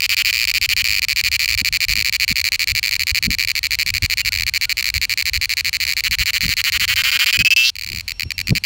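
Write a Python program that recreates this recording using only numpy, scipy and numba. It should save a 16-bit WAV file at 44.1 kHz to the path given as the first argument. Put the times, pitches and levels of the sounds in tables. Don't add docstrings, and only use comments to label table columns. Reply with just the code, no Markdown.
import sys
import numpy as np
from scipy import signal
from scipy.io import wavfile
from scipy.ndimage import uniform_filter1d
from numba import njit

SR = 44100
rng = np.random.default_rng(int(sys.argv[2]) if len(sys.argv) > 2 else 0)


def decibels_to_gain(level_db):
    exponent = np.asarray(level_db, float) / 20
    return 10 ** exponent


def wav_out(sig):
    wavfile.write(sys.argv[1], SR, np.round(np.clip(np.atleast_2d(sig).T, -1, 1) * 32767).astype(np.int16))


N = 381465
T_S = np.arange(N) / SR
LOCK_T60_MS = 8.2
LOCK_FROM_S = 7
BURST_GAP_S = .008


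def unit(x):
    return x / np.sqrt(np.mean(x ** 2) + 1e-20)


def in_time(rows):
    s, *columns = np.transpose(rows)
    return [np.interp(T_S, s, c) for c in columns]


def filtered(x, order, hz, kind="low"):
    return signal.sosfilt(signal.butter(order, hz, kind, fs=SR, output="sos"), x)


def band(low_hz, high_hz, order=2):
    return unit(filtered(rng.standard_normal(N + SR), order, [low_hz, high_hz], "band")[SR:])


def clicks(seconds, db):
    at = np.round(seconds * SR).astype(int).ravel()
    return np.bincount(at, decibels_to_gain(db).ravel(), N + SR)[:N]


@njit
def resonate(x, feed, r, w):
    out = np.zeros(len(x))
    for i in range(2, len(x)):
        out[i] = feed[i] * x[i - 1] + 2 * r[i] * np.cos(w[i]) * out[i - 1] - r[i] ** 2 * out[i - 2]
    return out


def ring(x, hz, t60_ms):
    w = 2 * np.pi * hz / SR + np.zeros(N)
    r = decibels_to_gain(-60000 / (t60_ms * SR)) + np.zeros(N)
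    return resonate(x + 1e-18, np.sin(w), r, w)


def sweep(x, from_hz, to_hz, ms):
    t = np.arange(int(ms * SR / 1000)) / SR
    chirp = np.hanning(len(t)) * signal.chirp(t, from_hz, ms / 1000, to_hz)
    return np.convolve(x, chirp)[:N]


def buckle_times():
    # (start [s], buckles [count], first gap
    # [ms], settled gap [ms], last gap [ms])
    even_song = [(0.0044, 1, 0.0, 0.0, 0.0), (0.0195, 8, 8.5, 4.7, 5.6), (0.093, 10, 8.6, 4.4, 6.9),
                 (0.1673, 11, 8.1, 4.5, 4.2), (0.2479, 12, 7.93, 4.67, 6.1), (0.3277, 6, 9.0, 7.2, 10.3),
                 (0.3787, 9, 10.5, 8.1, 10.4), (0.4732, 6, 8.3, 6.3, 11.8), (0.5388, 8, 8.5, 4.8, 5.7),
                 (0.6136, 9, 8.6, 4.5, 4.6), (0.69, 9, 8.2, 4.5, 3.9), (0.7647, 11, 8.2, 4.5, 4.7),
                 (0.8425, 4, 8.9, 5.1, 8.7), (0.8737, 8, 11.1, 9.2, 10.5), (0.9505, 5, 12.2, 8.7, 9.2),
                 (1.0188, 5, 9.0, 5.1, 6.3), (1.0841, 7, 9.1, 5.9, 7.9), (1.1608, 9, 8.7, 4.7, 8.8),
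                 (1.238, 9, 8.6, 4.6, 5.0), (1.3157, 9, 9.0, 4.8, 4.7), (1.3933, 10, 8.1, 6.0, 12.6),
                 (1.478, 4, 9.7, 4.7, 9.1), (1.5105, 5, 11.8, 7.5, 7.3), (1.5756, 6, 8.7, 5.5, 9.6),
                 (1.647, 7, 9.5, 5.0, 4.6), (1.7254, 8, 8.5, 5.2, 6.8), (1.804, 8, 8.9, 5.2, 6.5),
                 (1.8836, 8, 8.9, 6.1, 9.4), (1.9547, 8, 10.4, 8.9, 12.9),
                 (2.0463, 7, 9.2, 6.7, 9.4), (2.1252, 7, 9.1, 4.7, 4.8), (2.1984, 9, 8.8, 4.8, 5.2),
              (2.2789, 8, 8.9, 5.3, 7.8), (2.3567, 8, 8.9, 6.9, 12.9), (2.4414, 7, 9.6, 5.6, 8.6),
              (2.5197, 7, 9.1, 4.8, 4.7), (2.5934, 8, 8.7, 5.4, 9.0), (2.6731, 7, 9.0, 6.1, 7.4),
              (2.7505, 7, 9.4, 6.1, 5.1), (2.829, 4, 9.1, 4.5, 8.3), (2.8594, 4, 11.7, 7.8, 11.3),
              (2.9105, 3, 10.1, 0.0, 6.3), (2.9348, 4, 6.1, 21.0, 9.7), (2.9942, 6, 9.2, 5.8, 11.0),
              (3.0689, 7, 9.1, 6.0, 6.6), (3.1462, 7, 9.1, 5.4, 5.1), (3.2255, 7, 9.2, 5.3, 5.6),
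              (3.3041, 7, 9.0, 6.3, 6.7), (3.3848, 4, 9.4, 3.8, 7.9), (3.4145, 4, 10.7, 13.6, 11.7),
              (3.4737, 6, 10.4, 6.2, 9.4), (3.5527, 6, 9.2, 5.7, 8.6), (3.6301, 6, 9.1, 5.7, 8.9),
              (3.7075, 7, 9.3, 6.1, 7.1), (3.7875, 7, 8.2, 5.7, 7.2), (3.8623, 6, 9.0, 6.2, 11.1),
              (3.939, 6, 9.7, 6.2, 10.4),
                 (4.0224, 6, 9.4, 5.5, 8.4), (4.0986, 7, 9.3, 5.0, 4.4), (4.1724, 8, 8.5, 4.8, 5.7),
              (4.2488, 7, 9.1, 5.5, 5.2), (4.3214, 6, 9.0, 10.5, 13.5), (4.3855, 5, 11.4, 12.3, 12.4),
              (4.4654, 5, 9.0, 5.0, 5.9), (4.5373, 7, 8.9, 4.7, 5.3), (4.6119, 8, 8.2, 4.6, 6.0),
              (4.694, 6, 7.7, 5.4, 4.8), (4.77, 6, 9.3, 6.1, 6.9), (4.8255, 1, 0.0, 0.0, 0.0),
              (4.8426, 7, 12.6, 6.9, 12.1), (4.9401, 6, 8.6, 5.5, 10.7), (5.0144, 7, 8.2, 4.7, 6.2),
              (5.0948, 7, 8.4, 5.1, 9.8), (5.1742, 7, 8.6, 6.3, 13.3), (5.2549, 7, 8.9, 5.1, 7.0),
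              (5.3336, 7, 7.8, 4.9, 10.1), (5.413, 7, 8.0, 5.6, 9.2), (5.4933, 7, 8.7, 5.4, 8.6),
              (5.5695, 7, 7.5, 4.9, 7.9), (5.6461, 8, 8.7, 5.1, 8.2), (5.7292, 7, 7.8, 4.7, 7.4),
              (5.8017, 8, 7.2, 5.3, 13.5), (5.8668, 5, 9.3, 6.6, 5.9), (5.9042, 4, 7.8, 12.8, 11.3),
              (5.9664, 7, 7.3, 5.2, 8.5)]
    quickening = [(6.0374, 9, 7.1, 4.2, 5.8), (6.1104, 9, 6.6, 4.2, 5.2), (6.1852, 10, 7.9, 4.2, 6.5),
                  (6.2575, 10, 7.6, 4.2, 5.6), (6.3325, 10, 7.2, 4.1, 7.5), (6.4071, 5, 8.0, 5.5, 4.3),
                  (6.4371, 5, 4.1, 7.9, 8.9), (6.4806, 10, 10.3, 4.5, 8.5), (6.5676, 10, 6.4, 4.1, 8.8),
                  (6.6398, 13, 7.54, 4.0, 5.5), (6.7209, 13, 6.29, 3.83, 4.3),
                  (6.7966, 14, 5.69, 3.71, 5.3), (6.8784, 15, 5.37, 3.81, 5.5),
                  (6.9578, 16, 4.82, 3.72, 4.6), (7.0361, 17, 5.0, 3.74, 7.3),
                  (7.1154, 15, 4.54, 3.68, 5.5), (7.1906, 14, 4.54, 3.68, 4.6),
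                  (7.2596, 13, 4.37, 3.7, 6.3), (7.3266, 11, 4.4, 3.8, 5.6), (7.3901, 8, 4.6, 3.8, 5.3),
                  (7.4482, 8, 4.7, 3.8, 4.8), (7.505, 8, 4.3, 4.0, 4.2), (7.5627, 35, 4.22, 3.97, 4.0)]
    restart = [(7.7544, 2, 0.0, 0.0, 10.16), (7.785, 2, 0.0, 0.0, 8.62), (7.8109, 4, 10.1, 17.7, 9.8),
               (7.863, 2, 0.0, 0.0, 10.32), (7.8881, 2, 0.0, 0.0, 11.45), (7.9185, 2, 0.0, 0.0, 11.93),
               (7.9475, 6, 12.5, 12.0, 11.0), (8.079, 5, 5.4, 14.0, 12.0), (8.1958, 4, 10.6, 17.4, 11.6),
               (8.3052, 2, 0.0, 0.0, 12.27), (8.38, 4, 9.7, 12.8, 11.9), (8.4711, 4, 10.3, 13.3, 11.1),
               (8.5517, 6, 7.0, 4.2, 5.7), (8.6374, 3, 5.6, 0.0, 5.4)]
    # (time [s], limp [ms])
    gait = [(0, .6), (.8, .8), (1.1, 1), (3, 1.5), (4.5, 1.2), (4.75, .2), (6, .2), (6.6, .3), (6.82, .3),
            (6.9, -.45), (7.2, -.45), (7.5, -.3), (7.56, .19), (7.7, .19), (7.75, .3)]
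    gait_s, limp_ms = np.transpose(gait)
    times = []
    for start, count, first, settled, last in [*even_song, *quickening, *restart]:
        k = np.arange(int(count) - 1)
        gaps_ms = settled + (first - settled) * .5 ** k
        gaps_ms += np.interp(start, gait_s, limp_ms) * (-1.) ** k * (k > 0)
        gaps_ms[-1:] = last
        times.append(start + np.r_[0, np.cumsum(gaps_ms)] / 1000)
    return np.concatenate(times)


def lock_to_abdomen(at, belly_hz, belly_ms):
    cycles = np.cumsum(belly_hz) / SR
    locked = (np.interp(at, T_S, belly_ms) > LOCK_T60_MS) & (at > LOCK_FROM_S)
    free = np.interp(at, T_S, cycles)
    beat = free.copy()
    for k in np.flatnonzero(locked[1:] & (np.diff(at) < BURST_GAP_S)) + 1:
        beat[k] = beat[k - 1] + np.round(free[k] - beat[k - 1])
    return np.interp(beat, cycles, T_S), locked


def crowding(at, swell):
    hurry_ms, rush_ms, swell_eases = 5.5, 4.4, 0.55
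    gap_ms = 1000 * (at - np.r_[-1, -1, -1, at[:-3]]) / 3
    hurry = np.interp(T_S, at, np.clip((hurry_ms - gap_ms) / (hurry_ms - rush_ms), 0, 1))
    return hurry * (1 - np.clip(swell_eases * swell, 0, 1))


def weak_side(at, locked):
    uneven_from_s, uneven_to_s, uneven_share = 6.95, 7.72, .6
    nth = np.arange(len(at))
    nth = nth - np.maximum.accumulate(nth * (np.diff(at, prepend=-1) > BURST_GAP_S))
    uneven = ~locked & (at > uneven_from_s) & (at < uneven_to_s)
    return (locked * (nth % 2) + uneven_share * uneven * (1 - nth % 2))[:, None]


def abdomen(push, both, belly_hz, belly_ms, swell, hurry, ringing, since_ms):
    snap_hz, snap_ms = 996, 0.55
    sag_hz = snap_hz * np.exp(-since_ms / snap_ms) * np.clip(3 - 2 * belly_ms / LOCK_T60_MS, 0, 1)
    out = decibels_to_gain(-1.5 * ringing) * ring(both, belly_hz + sag_hz, belly_ms + 2.2 * hurry)
    sac_db = -34.5 + 40 * np.minimum(swell + 0.41 * hurry, 1)
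    out -= decibels_to_gain(sac_db) * ring(push, 1563, 7.9)
    wing_db = -2.5 + 12 * hurry
    out -= decibels_to_gain(wing_db) * ring(both, belly_hz + 655, 6)
    flank_db = -13
    return out + decibels_to_gain(flank_db) * ringing * ring(push, belly_hz, 2.9)


def tymbal(push, belly_hz, swell, flare, hurry, since_ms):
    snap_hz, snap_ms, t60_ms = 900, 1, 2.45
    lift_hz = belly_hz - 2214
    hz = 4140 + 0.052 * lift_hz - 300 * flare - 300 * hurry + snap_hz * np.exp(-since_ms / snap_ms)
    db = -1 - 5 * swell + 13 * lift_hz / 1000 + 2.5 * flare - 4.5 * hurry
    return decibels_to_gain(db) * ring(push, hz, t60_ms)


def strained_ribs(start, strength, chance, flare, slump):
    sweep_db, catch_ms, catch_db, slump_db = 11, .45, -3, -11.5
    catch_s = start + catch_ms / 1000 * (1 + .15 * np.abs(chance[:, 1:2]))
    catch = clicks(catch_s, strength + sweep_db + catch_db + .8 * chance[:, 2:3])
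    out = sweep(flare * (clicks(start, strength + sweep_db) + catch), 2620, 6730, 3.4)
    return out + sweep(slump * clicks(start, strength + slump_db), 5000, 1660, 1.8)


def shell(crack, rattle, swell, flare, ringing):
    # (frequency [Hz], buckling level [dB], spring-back level [dB], t60 [ms], finale change [dB])
    shell_modes = [
        (4950, -11.5, -4, 2.3, 2.5),
        (5900, -10.5, -12.5, 4.1, 10),
        (7273, -15, -7.5, 3.95, 0.5),
        (8430, -45, -22.5, 5.4, -6),
        (9930, -26, -16, 2.9, 11.5),
        (11080, -12.5, -10.5, 2.9, -18),
        (13020, -6, -12.5, 1.02, -7),
        (14300, -9, -29, 2.7, 2),
        (15400, -7, -28, 3.3, -2),
    ]
    shell_db = -4 * swell + 1.5 * flare
    out = np.zeros(N)
    for k, (hz, in_db, out_db, t60_ms, finale_db) in enumerate(shell_modes):
        level_db = shell_db + finale_db * np.maximum(ringing, flare)
        out += (-1) ** k * decibels_to_gain(level_db) * ring(decibels_to_gain(in_db) * crack + decibels_to_gain(out_db) * rattle, hz, t60_ms)
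    return out


def cicada():
    # (time [s], effort [dB], abdomen [Hz], abdomen t60 [ms], air-sac swelling [0-1])
    posture = [(0, -14, 2400, 7.4, 0.69), (1, -14, 2350, 7.95, 0.64), (2.5, -14.5, 2306, 7.4, 0.58),
               (4, -15, 2304, 7.3, 0.66), (6, -15.5, 2287, 6.4, 0.66), (6.5, -15, 2296, 4.8, 0.71),
               (6.85, -15, 2340, 4, 0.74), (7.05, -13.5, 2430, 5.4, 0.92), (7.25, -13, 2434, 7.1, 0.92),
               (7.38, -13, 2490, 8.8, 0.77), (7.46, -14.5, 2598, 13.2, 0.84), (7.56, -14, 2640, 13, 0.66),
               (7.63, -19, 2667, 14, 0.66), (7.71, -20, 2716, 6.5, 0.57), (7.74, -24, 2330, 6.1, 0.43),
               (8.02, -21, 2330, 6.5, 0.5), (8.2, -16.5, 2346, 6.2, 0.76), (8.65, -16, 2352, 7.6, 0.7)]
    # (time [s], share [0-1])
    strain = [
        (0, 0.094),
        (7.5, 0.057),
        (7.632, 0.13),
        (7.652, 0.91),
        (7.71, 0.74),
        (7.735, 0.027),
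        (9, 0.047),
    ]
    # (push on abdomen [dB], push on tymbal [dB], crack on shell [dB])
    ribs = np.array([
        (-5, -1, 4),
        (2.5, 8.5, 6),
        (0.8, 11, -1),
        (-4, 7.5, -5),
        (-13, 1.5, -2),
    ])
    # (delay after first rib [ms], abdomen [dB], shell [dB])
    back = np.array([
        (2.448, -7, 3),
        (2.898, -14, -8),
        (3.302, -16, 2.5),
    ])
    effort_db, belly_hz, belly_ms, swell = in_time(posture)
    flare, = in_time(strain)
    at, locked = lock_to_abdomen(buckle_times(), belly_hz, belly_ms)
    hurry = crowding(at, swell)
    weak = weak_side(at, locked)
    since_ms = 1000 * np.abs(T_S - at[np.maximum(np.searchsorted(at, T_S) - 1, 0)])
    ringing = np.clip(belly_ms / LOCK_T60_MS - 1, 0, 1) * (T_S > LOCK_FROM_S)

    start, in_lock = at[:, None], locked[:, None]
    here = np.minimum(start * SR, N - 1).astype(int)
    chance = rng.standard_normal((len(start), 18))
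    luck = chance * np.minimum(7 / belly_ms[here], 1) ** 2
    strength = effort_db[here] + 0.23 * luck[:, :1] - 3.5 * weak

    rib = np.arange(len(ribs))
    haste, slowing = 0.13, 0.037
    rib_periods = rib + slowing * rib ** 2 - haste * rib
    rib_s = start + rib_periods / belly_hz[here] + 8e-6 * luck[:, 1:6]
    rib_db = strength + 1.55 * luck[:, 6:11]
    back_s = start + (back[:, 0] + 0.12 * luck[:, 11:12] + 0.03 * luck[:, 12:15]) / 1000
    back_db = strength + 2.5 * luck[:, 15:18]

    push_s = np.where(in_lock, start + rib / belly_hz[here], rib_s)
    in_step_s = start + np.round((back_s - start) * belly_hz[here] - .5) / belly_hz[here]
    release_s = np.where(in_lock, in_step_s, back_s)
    push = clicks(push_s, rib_db + ribs[:, 0])
    both = push + clicks(release_s, back_db + back[:, 1] + 3 * in_lock)
    plate_lag_ms = .35
    plate_push = clicks(rib_s + plate_lag_ms / 1000, rib_db + ribs[:, 1])
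    crack = clicks(rib_s, rib_db + ribs[:, 2])
    rattle = clicks(back_s, back_db + back[:, 2])

    out = abdomen(push, both, belly_hz, belly_ms, swell, hurry, ringing, since_ms)
    out -= tymbal(plate_push, belly_hz, swell, flare, hurry, since_ms)
    out += strained_ribs(start, strength, chance, flare, hurry * (belly_ms < LOCK_T60_MS))
    out += shell(crack, rattle, swell, flare, ringing)
    notch_hz, notch_width_hz, notch_depth = 10400, 800, .7
    out -= notch_depth * signal.lfilter(*signal.iirpeak(notch_hz, notch_hz / notch_width_hz, fs=SR), out)
    return filtered(out, 6, 1060, "high")


def hillside(x):
    scatter_db, t60_s, first_return_s = -41, 0.0041, .004
    t = np.arange(SR // 5) / SR
    tail = rng.standard_normal(len(t)) * decibels_to_gain(-60 * t / t60_s) * (t > first_return_s)
    tail = signal.lfilter([1], [1, -.5], tail)
    return decibels_to_gain(scatter_db) * signal.fftconvolve(x, tail / np.sqrt(np.sum(tail ** 2)))[:N]


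def slaps():
    # (time [s], peak [dB], frequency [Hz])
    slap_events = [
        (1.612, -26, 190),
        (2.307, -13, 110),
        (3.269, -14, 166),
        (4.023, -19, 110),
        (6.453, -16, 163),
        (7.4, -13.5, 154),
        (8.503, -2, 119),
    ]
    rise_ms, slap_db, cut_hz = 6.1, -8, 450
    out, t = np.zeros(N), np.arange(SR // 8) / SR
    swing = 1000 * t / rise_ms * np.exp(1 - 1000 * t / rise_ms)
    for s, db, hz in slap_events:
        out[int(s * SR):][:len(t)] += decibels_to_gain(db + slap_db) * swing * np.sin(2 * np.pi * hz * t)
    return filtered(out, 2, cut_hz)


def far_insects():
    # (centre [Hz], width [Hz], level [dB])
    chorus = [
        (2590, 760, -56),
        (4300, 460, -55.5),
        (3180, 6300, -55),
        (12200, 510, -79),
    ]
    # (time [s], level [dB])
    whistler = [
        (8.0, -65),
        (8.16, -43),
        (8.3, -39.5),
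        (8.6, -50),
    ]
    whistle_hz = 5520
    out = sum(decibels_to_gain(db) * band(hz - width / 2, hz + width / 2) for hz, width, db in chorus)
    silent_before, silent_after = (whistler[0][0] - .03, -90), (whistler[-1][0] + .03, -90)
    level_db, = in_time([silent_before, *whistler, silent_after])
    octave = band(2 * whistle_hz - 120, 2 * whistle_hz + 120)
    whistle = band(whistle_hz - 35, whistle_hz + 35) + decibels_to_gain(-32) * octave
    return out + decibels_to_gain(level_db - 5.5) * whistle


def far_notes():
    # (time [s], frequency [Hz], level [dB])
    soft_notes = [
        (3.59, 1870, -52),
        (3.9, 2520, -46),
        (4.2, 2780, -38),
        (4.29, 1440, -46),
        (4.5, 1550, -55),
        (4.65, 1440, -48),
        (8.14, 2700, -49),
        (8.25, 2700, -48),
        (8.33, 2700, -43),
        (8.421, 2700, -45),
    ]
    note_s = 0.06
    out, t = np.zeros(N), np.arange(int(note_s * SR)) / SR
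    for s, hz, db in soft_notes:
        out[int(s * SR):][:len(t)] += decibels_to_gain(db) * np.hanning(len(t)) * np.sin(2 * np.pi * hz * t)
    return out


def wind():
    # (peak [s], width [s], rumble [dB], edge [dB])
    gusts = [(0.452, 0.21, -52, -71), (0.801, 0.5, -38.5, -50), (1.26, 0.16, -37.5, -57),
             (1.57, 0.19, -32, -61), (1.622, 0.0099, -38, -18), (1.72, 0.039, -38, -64),
             (1.92, 0.055, -26, -48), (1.99, 0.055, -29, -33.5), (2.316, 0.029, -20, -27.5),
             (2.74, 0.077, -31.5, -45), (3.13, 0.023, -29, -58), (3.287, 0.058, -25, -22.5),
             (3.86, 0.043, -32, -45), (3.94, 0.071, -31, -46), (4.038, 0.018, -13.5, -28),
             (4.29, 0.081, -33, -64), (4.41, 0.086, -30.5, -54), (4.97, 0.047, -32, -58),
             (5.379, 0.03, -27, -65), (6.12, 0.034, -31, -39), (6.215, 0.052, -26.5, -69),
             (6.469, 0.047, -18.5, -24), (6.8, 0.093, -31.5, -48), (6.952, 0.13, -31, -70),
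             (7.16, 0.017, -29, -75), (7.408, 0.039, -20, -17), (7.933, 0.078, -35, -33.5),
             (8.265, 0.027, -32.5, -28), (8.4, 0.03, -30, -51), (8.523, 0.054, -28, -17)]
    calm_rumble_db, calm_edge_db, lumps_db, spit_db, hiss_db = -39.5, -57.5, 5, -1, -86
    t = np.arange(0, N + 50, 50) / SR
    s, width_s, rumble_db, edge_db = np.transpose(gusts)
    bell = np.exp(-2.8 * ((t[:, None] - s) / width_s) ** 2)
    rumble_curve = decibels_to_gain(calm_rumble_db) + bell @ decibels_to_gain(rumble_db)
    edge_curve = decibels_to_gain(calm_edge_db) + bell @ decibels_to_gain(edge_db)
    rumble, edge = in_time(np.c_[t, rumble_curve, edge_curve])
    lumps = decibels_to_gain(lumps_db * band(9.6, 36.7))
    gust = filtered(band(119, 260, order=1) * lumps, 3, 235)
    out = rumble * band(33.6, 97, order=3) * decibels_to_gain(2.0 * band(2.1, 14.4))
    out += edge * unit(gust)
    out += decibels_to_gain(spit_db) * edge ** 2 * unit(lumps * band(260, 530))
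    return out + decibels_to_gain(hiss_db) * band(810, 8500)


def gain_control(song):
    above_db, share, window = -19.5, 1.64, int(0.43 * SR)
    loud_db = 10 * np.log10(uniform_filter1d(song ** 2, window, origin=window // 3) + 1e-9)
    return decibels_to_gain(-share * np.maximum(loud_db - above_db, 0))


def scene():
    song = cicada()
    background = far_insects() + far_notes() + wind()
    return (song + hillside(song) + slaps() + gain_control(song) * background)[None]


def top_cut(x):
    return signal.sosfilt(signal.butter(12, 17150, fs=SR, output="sos"), x)


def record(dry):
    overload, air_hz, air_db = 3, 15850, -8
    rounded = overload * np.tanh(dry / overload)
    top = signal.sosfilt(signal.cheby2(10, 60, 17300, fs=SR, output="sos"), rounded)
    low = signal.sosfiltfilt(signal.cheby1(6, .5, air_hz, fs=SR, output="sos"), top)
    return top_cut(low + decibels_to_gain(air_db) * (top - low))


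dry = scene()
out = record(dry)
wav_out(out)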